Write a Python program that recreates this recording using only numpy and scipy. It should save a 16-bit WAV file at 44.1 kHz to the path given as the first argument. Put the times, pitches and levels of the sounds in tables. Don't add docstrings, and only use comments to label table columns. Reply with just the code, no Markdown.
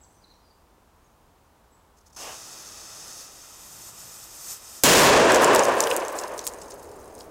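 import sys
import numpy as np
from scipy import signal
from scipy.fft import rfft, irfft, next_fast_len
from scipy.io import wavfile
from scipy.ndimage import uniform_filter1d

SR = 44100
rng = np.random.default_rng(int(sys.argv[2]) if len(sys.argv) > 2 else 0)


def file_out(sig):
    cols = np.atleast_2d(sig).T
    lim = np.clip(cols, -1, 1)
    pcm = np.round(lim * 32767).astype(np.int16)
    wavfile.write(sys.argv[1], SR, pcm)


N = 322237
TIME = np.arange(N) / SR

CATCH_S, INSIDE_S, BLAST_S = 2.161, 3.11, 4.8362
# [f/Hz, relative level per Hz/dB]
SOIL_SPECTRUM = [(1200, -20), (2500, -20), (4200, -4), (5500, -2.5), (7000, -1.5), (8500, -3.5),
                 (11000, -5.5), (16000, -10)]
# [t/s, initial level/dB, centre f/Hz, decay time/s]
CLOD_LANDINGS = [(5.1995, -13, 9600, .0008), (5.3205, -8, 8000, .0013), (5.345, -8.5, 7500, 0.0031),
                 (5.3595, -10, 6740, 0.0019), (5.4218, -14, 8000, 0.00099), (5.4448, -6, 7740, 0.002),
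                 (5.5487, -1, 7200, .0005), (5.5606, -5.5, 5400, .0014), (5.5934, -8, 6700, 0.0017),
                 (5.635, -16.5, 6400, .0019), (5.6525, -18, 6900, .0017), (5.8047, -9, 6950, 0.0013),
                 (5.8385, -20, 5900, 0.0023), (5.872, -18.5, 3300, 0.0016), (5.9128, -17, 3000, 0.003),
                 (5.9652, -9, 11500, 0.00036), (5.972, -25.5, 7750, .0018), (6.05, -32, 6400, 0.0018),
                 (6.0823, -25.5, 7700, 0.0011), (6.1872, -26, 7200, 0.0041), (6.2357, -32, 6530, 0.0027),
                 (6.392, -24, 6100, 0.0017), (6.468, -14.5, 8650, .0006), (6.474, -20, 9100, 0.0013),
                 (6.4763, -15, 6700, 0.00044), (6.5365, -33, 8000, 0.0011), (6.6165, -39, 7800, 0.0051),
                 (6.719, -42.5, 6500, 0.0068), (7.151, -39, 8060, 0.0014), (7.2075, -36, 4700, .002)]


def gain_of(db):
    return 10 ** (np.asarray(db) / 20)


def evened(x):
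    return x / np.sqrt(np.mean(x ** 2) + 1e-20)


def read(points, hz):
    f, value = np.transpose(points)
    return np.interp(np.log(hz + 1), np.log(f + 1), value)


def level(rows):
    return gain_of(np.interp(TIME, *np.transpose(rows)))


def swell(s, width_s):
    return np.exp(-((TIME - s) / width_s) ** 2)


def ramp(s, rise_s):
    return np.clip((TIME - s) / rise_s, 0, 1)


def add(mix, s, sound):
    part = mix[max(round(s * SR), 0):][:len(sound)]
    part += sound[:len(part)]


def noise():
    return rng.standard_normal(N)


def slow_noise(first_samples, second_samples):
    return evened(uniform_filter1d(uniform_filter1d(noise(), first_samples), second_samples))


def coloured(x, spectrum, peaks=()):
    size = next_fast_len(len(x))
    hz = np.fft.rfftfreq(size, 1 / SR)
    db = read(spectrum, hz)
    for centre_hz, width_hz, peak_db in peaks:
        db = db + peak_db / (1 + (2 * (hz - centre_hz) / width_hz) ** 2)
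    return evened(irfft(rfft(x, size) * gain_of(db), size)[:len(x)])


def grains(per_s, spread_db):
    size = gain_of(spread_db * np.minimum(rng.exponential(1, N), 4))
    sign = rng.choice([-1, 1], N)
    return evened(size * sign * (rng.random(N) < per_s / SR))


def scatter(x, t60, wet_db):
    t = np.arange(SR) / SR
    tail = rng.standard_normal(SR) * gain_of(-60 * t / t60)
    wet = signal.fftconvolve(x, tail / np.linalg.norm(tail))[:N]
    return x + gain_of(wet_db) * wet


def shock(push_db=18, push_s=0.0048, crack_db=22, crack_s=0.015):
    age = np.maximum(TIME - BLAST_S, 0)
    push = gain_of(push_db) * (1 - age / push_s) * np.exp(-age / push_s)
    crack = gain_of(crack_db) * np.exp(-age / crack_s) * coloured(noise(), SOIL_SPECTRUM)
    return (push + crack) * (TIME >= BLAST_S)


def echo(first_path_s=0.13, lumps_db=1.34, start_db=18.5, spread_s=0.11, loss_db_per_s=22):
    # [f/Hz, relative level per Hz/dB]
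    path_spectrum = [(30, -43), (100, -19), (170, -24.5), (300, -10), (480, -1), (640, -3.5), (780, -9),
                     (1020, -5), (1350, -15), (1650, -12.5), (2100, -21), (2700, -21.5), (4000, -32),
                     (8000, -38.5), (16000, -61.5)]
    # [f/Hz, relative level/dB]
    path_ageing = [(40, 7), (150, -6), (450, 1.5), (1000, 2), (2500, -1.5), (7000, -6.5), (16000, 1.5)]
    # [t/s, lift/dB, width/s]
    stand_returns = [(4.98, 14, 0.087), (5.53, 5, 0.11), (5.96, 2, 0.048), (6.33, 2, .1)]
    hz, t, z = signal.stft(noise(), SR, nperseg=1024, noverlap=768)
    doublings = np.log2(np.maximum(t - BLAST_S, 0) + first_path_s)
    colour_db = read(path_spectrum, hz)[:, None] + read(path_ageing, hz)[:, None] * doublings
    colour = gain_of(colour_db)
    colour /= np.sqrt(np.mean(colour ** 2, axis=0))
    roll = signal.istft(z * colour, SR, nperseg=1024, noverlap=768)[1][:N]
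    age = np.maximum(TIME - BLAST_S, 0)
    db = start_db - loss_db_per_s * age
    db += lumps_db * slow_noise(700, 300)
    for s, lift_db, width_s in stand_returns:
        db += lift_db * swell(s, width_s)
    spreading = 1 / (1 + age / spread_s)
    return roll * gain_of(db) * spreading * (TIME >= BLAST_S)


def rumble(db=-45, delay_s=1.0, rise_s=0.78):
    # [f/Hz, relative level per Hz/dB]
    rumble_spectrum = [(25, -3), (70, -1.5), (120, -8.5), (190, -11), (290, -3.5), (430, 1.5), (620, -3),
                       (1000, -8), (1600, -18.5), (4000, -36)]
    return gain_of(db) * ramp(BLAST_S + delay_s, rise_s) * coloured(noise(), rumble_spectrum)


def fuse(hiss_db=-44.0, flame_db=-51.0, fizz_db=-48.0, inside_hiss_db=-6, inside_flame_db=-3,
         open_fizz_db=-11, creep_s=0.52, flame_follow=.35, fizz_follow=1.42, flutter_db=0.36,
         sputter_s=0.0064):
    # [f/Hz, relative level per Hz/dB]
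    hiss_spectrum = [(1180, -13), (2000, -10.5), (2200, -12), (2590, -12), (2980, -28), (3730, -9),
                     (4060, -8.5), (4240, -7.5), (5130, -5), (6370, -4.5), (7450, -11), (11300, -11.5),
                     (12300, -18), (14200, -15), (15800, -24)]
    flame_spectrum = [(53, -39), (90, -8), (123, -1), (166, -11), (294, -6), (333, -2.5), (384, -6.5),
                      (819, -2), (958, -5), (1290, 1), (1610, -9.5), (2180, 0), (2760, -9), (3900, -6.5),
                      (5070, -40), (8580, -120)]
    fizz_spectrum = [(3500, -11), (5000, 0), (6900, 0.5), (8300, 3.5), (10500, -0.5), (11900, -10),
                     (12800, 6), (13900, 2), (14700, 0), (16000, -60.5)]
    # [f/Hz, width/Hz, relative level/dB]
    casing_modes = [(1340, 270, -0.5), (2196, 320, -13.5), (2630, 210, 2), (4020, 140, -13), (5280, 470, 4),
                    (6320, 210, 6), (6940, 190, 5), (7500, 200, 3.5), (7770, 150, 7.5), (8480, 200, 6)]
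    fizz_peaks = [(5560, 190, 5), (5950, 250, -7), (6280, 210, 7), (6600, 180, -5), (7000, 110, 19.5),
                  (7090, 230, -8), (7720, 240, 6), (8060, 200, -4.5), (8100, 160, 10), (9300, 200, 3.5)]
    # [t/s, level/dB]
    sputter_times = [(1.974, -65), (1.988, -62), (2.012, -65), (2.067, -57.5), (2.08, -61), (2.105, -63),
                     (2.133, -58), (2.151, -55.5), (2.168, -51.5)]
    # [t/s, relative level/dB]
    pressure_curve = [(2.16, -3.5), (2.21, 2), (2.48, -2), (3.0, -1.5), (3.22, 1.5), (3.28, -3.5),
                      (3.58, -2.5), (3.89, 1), (3.92, -3), (4.02, 0.5), (4.12, -1), (4.24, 0.5),
                      (4.29, -2.5), (4.34, 0), (4.43, 2), (4.52, 8), (4.6, -4), (4.76, 1.5), (4.82, -1)]
    burning = ramp(CATCH_S, .0055) * (TIME < BLAST_S)
    inside = ramp(INSIDE_S, creep_s)
    pressure = level(pressure_curve) * gain_of(flutter_db * slow_noise(1500, 500))

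    jet = gain_of(hiss_db + inside_hiss_db * inside) * pressure * burning
    for s, db in sputter_times:
        jet += gain_of(db) * swell(s, sputter_s)
    hiss = jet * coloured(grains(per_s=12000, spread_db=3.0), hiss_spectrum, casing_modes)

    flame_gain = gain_of(flame_db + inside_flame_db * ramp(INSIDE_S, 0.026))
    flame = flame_gain * pressure ** flame_follow * coloured(noise(), flame_spectrum, casing_modes)

    fizz_gain = gain_of(fizz_db + open_fizz_db * (1 - inside))
    fizz = fizz_gain * pressure ** fizz_follow * coloured(noise(), fizz_spectrum, fizz_peaks)
    return hiss + burning * (flame + fizz)


def flare(db=-40.5, peak_s=2.273, width_s=0.08):
    # [f/Hz, relative level per Hz/dB]
    flare_spectrum = [(60, -25), (250, -8), (500, -2), (780, 1.5), (1200, -3), (1700, -8), (2200, -12),
                      (2800, -3.5), (4000, -18), (8000, -43)]
    puff = swell(peak_s, width_s) * ramp(CATCH_S, 0.0047)
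    return gain_of(db) * puff * coloured(noise(), flare_spectrum)


def clods(below_db=-10, above_db=-10, dulling_db=-6, ring_db=6, ring_width=0.17,
          body_ratio=0.687, body_width=0.062, body_db=6, rise_s=.0001):
    out, t = np.zeros(N), np.arange(2048) / SR
    for s, db, hz, decay in CLOD_LANDINGS:
        top_db = above_db + dulling_db * np.log2(decay / 0.00093)
        spectrum = [(hz / 10, below_db - 4), (hz / 2, below_db), (hz, 0), (hz * 2, top_db)]
        modes = [(hz, ring_width * hz, ring_db), (body_ratio * hz, body_width * hz, body_db)]
        snap = coloured(rng.standard_normal(len(t)), spectrum, modes)
        fade = np.exp(-t / decay) * (1 - np.exp(-t / rise_s))
        decay_rms = np.sqrt(np.mean(np.exp(-2 * t / decay)))
        add(out, s, gain_of(db) * evened(snap * fade) * decay_rms)
    return scatter(out, t60=.15, wet_db=-15)


def shower(per_s=90, spread_db=4.6, clump_db=2, skirt_db=-13, spray_db=-19, spray_s=0.036, count=16,
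           first_s=5.35, rain_db=-39, thinning_db_per_s=12):
    patter = np.zeros(N)
    t = np.arange(1024) / SR
    for hz in np.geomspace(2300, 14500, count):
        band = [(hz / 4, skirt_db + 4), (hz * 0.46, skirt_db), (hz, 0), (hz / 0.75, skirt_db)]
        leaf = coloured(rng.standard_normal(len(t)), band)
        tick = evened(leaf * np.exp(-t / 0.0016))
        patter += np.sqrt(hz) * signal.oaconvolve(grains(per_s, spread_db), tick)[:N]
    patter = scatter(patter * gain_of(clump_db * slow_noise(500, 200)), t60=0.064, wet_db=-3.5)
    rain = gain_of(rain_db - thinning_db_per_s * (TIME - first_s)) * ramp(first_s, .1)
    spray_power = np.zeros(N)
    for s, db, hz, decay in CLOD_LANDINGS:
        spray_power += (gain_of(db + spray_db) * decay / .003 * swell(s, spray_s)) ** 2
    return coloured(patter, SOIL_SPECTRUM) * np.sqrt(rain ** 2 + spray_power)


def hum(db=-63.5, start_s=3.52, rise_s=.2, end_s=4.2, fall_s=0.11, waver=0.014):
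    # [f/Hz, relative level/dB]
    hum_partials = [(116, 2), (170, -3)]
    drift = 1 + waver * evened(uniform_filter1d(noise(), 4000))
    warped_s = np.cumsum(drift) / SR
    tone = np.zeros(N)
    for hz, part_db in hum_partials:
        tone += gain_of(part_db) * np.sin(2 * np.pi * hz * warped_s)
    return gain_of(db) * (ramp(start_s, rise_s) - ramp(end_s, fall_s)) * evened(tone)


def birds(waver=0.0154, warble=1.0, db=-4):
    # [t/s, length/s, start f/Hz, end f/Hz, relative level/dB]
    whistles_and_rustle = [(0, 0.059, 7680, 7900, -60), (0.026, .024, 6750, 3340, -61),
                           (.05, .14, 8900, 8960, -71), (.135, 0.075, 6140, 5650, -70),
                           (0.218, 0.036, 4850, 3460, -60), (0.289, .04, 4470, 3530, -59),
                           (.293, 0.061, 6160, 5500, -66), (0.396, .15, 4950, 4380, -70),
                           (1.034, 0.048, 6460, 6330, -72), (1.708, .07, 7750, 7950, -71)]
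    out = np.zeros(N)
    for s, length, start_hz, end_hz, sound_db in whistles_and_rustle:
        u = np.linspace(0, 1, int(length * SR))
        slow = evened(uniform_filter1d(rng.standard_normal((2, SR)), 200))
        wobble, flutter = slow[:, :len(u)]
        hz = (start_hz + (end_hz - start_hz) * u ** 2) * (1 + waver * wobble)
        loudness = gain_of(sound_db) * (1 + warble * flutter) * signal.windows.tukey(len(u), .5)
        add(out, s, loudness * np.sin(2 * np.pi * np.cumsum(hz) / SR))
    return gain_of(db) * scatter(out, t60=0.64, wet_db=0.5)


def air(db=-58):
    # [f/Hz, relative level per Hz/dB]
    air_spectrum = [(15, -14), (28, 4), (72, 3), (100, -6), (220, -8.5), (310, -9), (390, -9.5), (600, -11),
                    (980, -8.5), (1400, -16), (2000, -23), (6700, -30.5), (15500, -32)]
    return gain_of(db) * coloured(noise(), air_spectrum)


def scene():
    blast = shock() + echo() + rumble()
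    burning = fuse() + flare()
    debris = clods() + shower()
    background = hum() + birds() + air()
    return (blast + burning + debris + background)[None]


def record(dry, ceiling_db=-3, limit_db=-14.5, recovery_db_per_s=60, attack_s=0.0046, low_cut_hz=45,
           presence=0.38, edge_hz=15900):
    ceiling = gain_of(ceiling_db)
    fine = signal.resample_poly(dry[0], 2, 1)
    clipped = signal.resample_poly(np.clip(fine, -ceiling, ceiling), 1, 2)
    toned = signal.lfilter(*signal.butter(1, low_cut_hz, "high", fs=SR), clipped)
    toned = toned + presence * signal.lfilter(*signal.butter(1, [5500, 8500], "band", fs=SR), toned)

    keep = np.exp(-1 / (attack_s * SR))
    power = signal.lfilter([1 - keep], [1, -keep], toned ** 2)
    power_db = 10 * np.log10(power + 1e-12)
    fall_db = TIME * recovery_db_per_s
    held_db = np.maximum.accumulate(power_db + fall_db) - fall_db
    over_db = np.maximum(held_db - limit_db, 0)
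    lead = 30
    over_db = np.pad(over_db[lead:], (0, lead), "edge")
    limited = np.clip(toned / gain_of(over_db), -.66, .66)
    edge = signal.firwin(511, edge_hz, window=("kaiser", 9), fs=SR)
    return signal.oaconvolve(limited, edge, "same")[None]


dry = scene()
out = record(dry)
file_out(out)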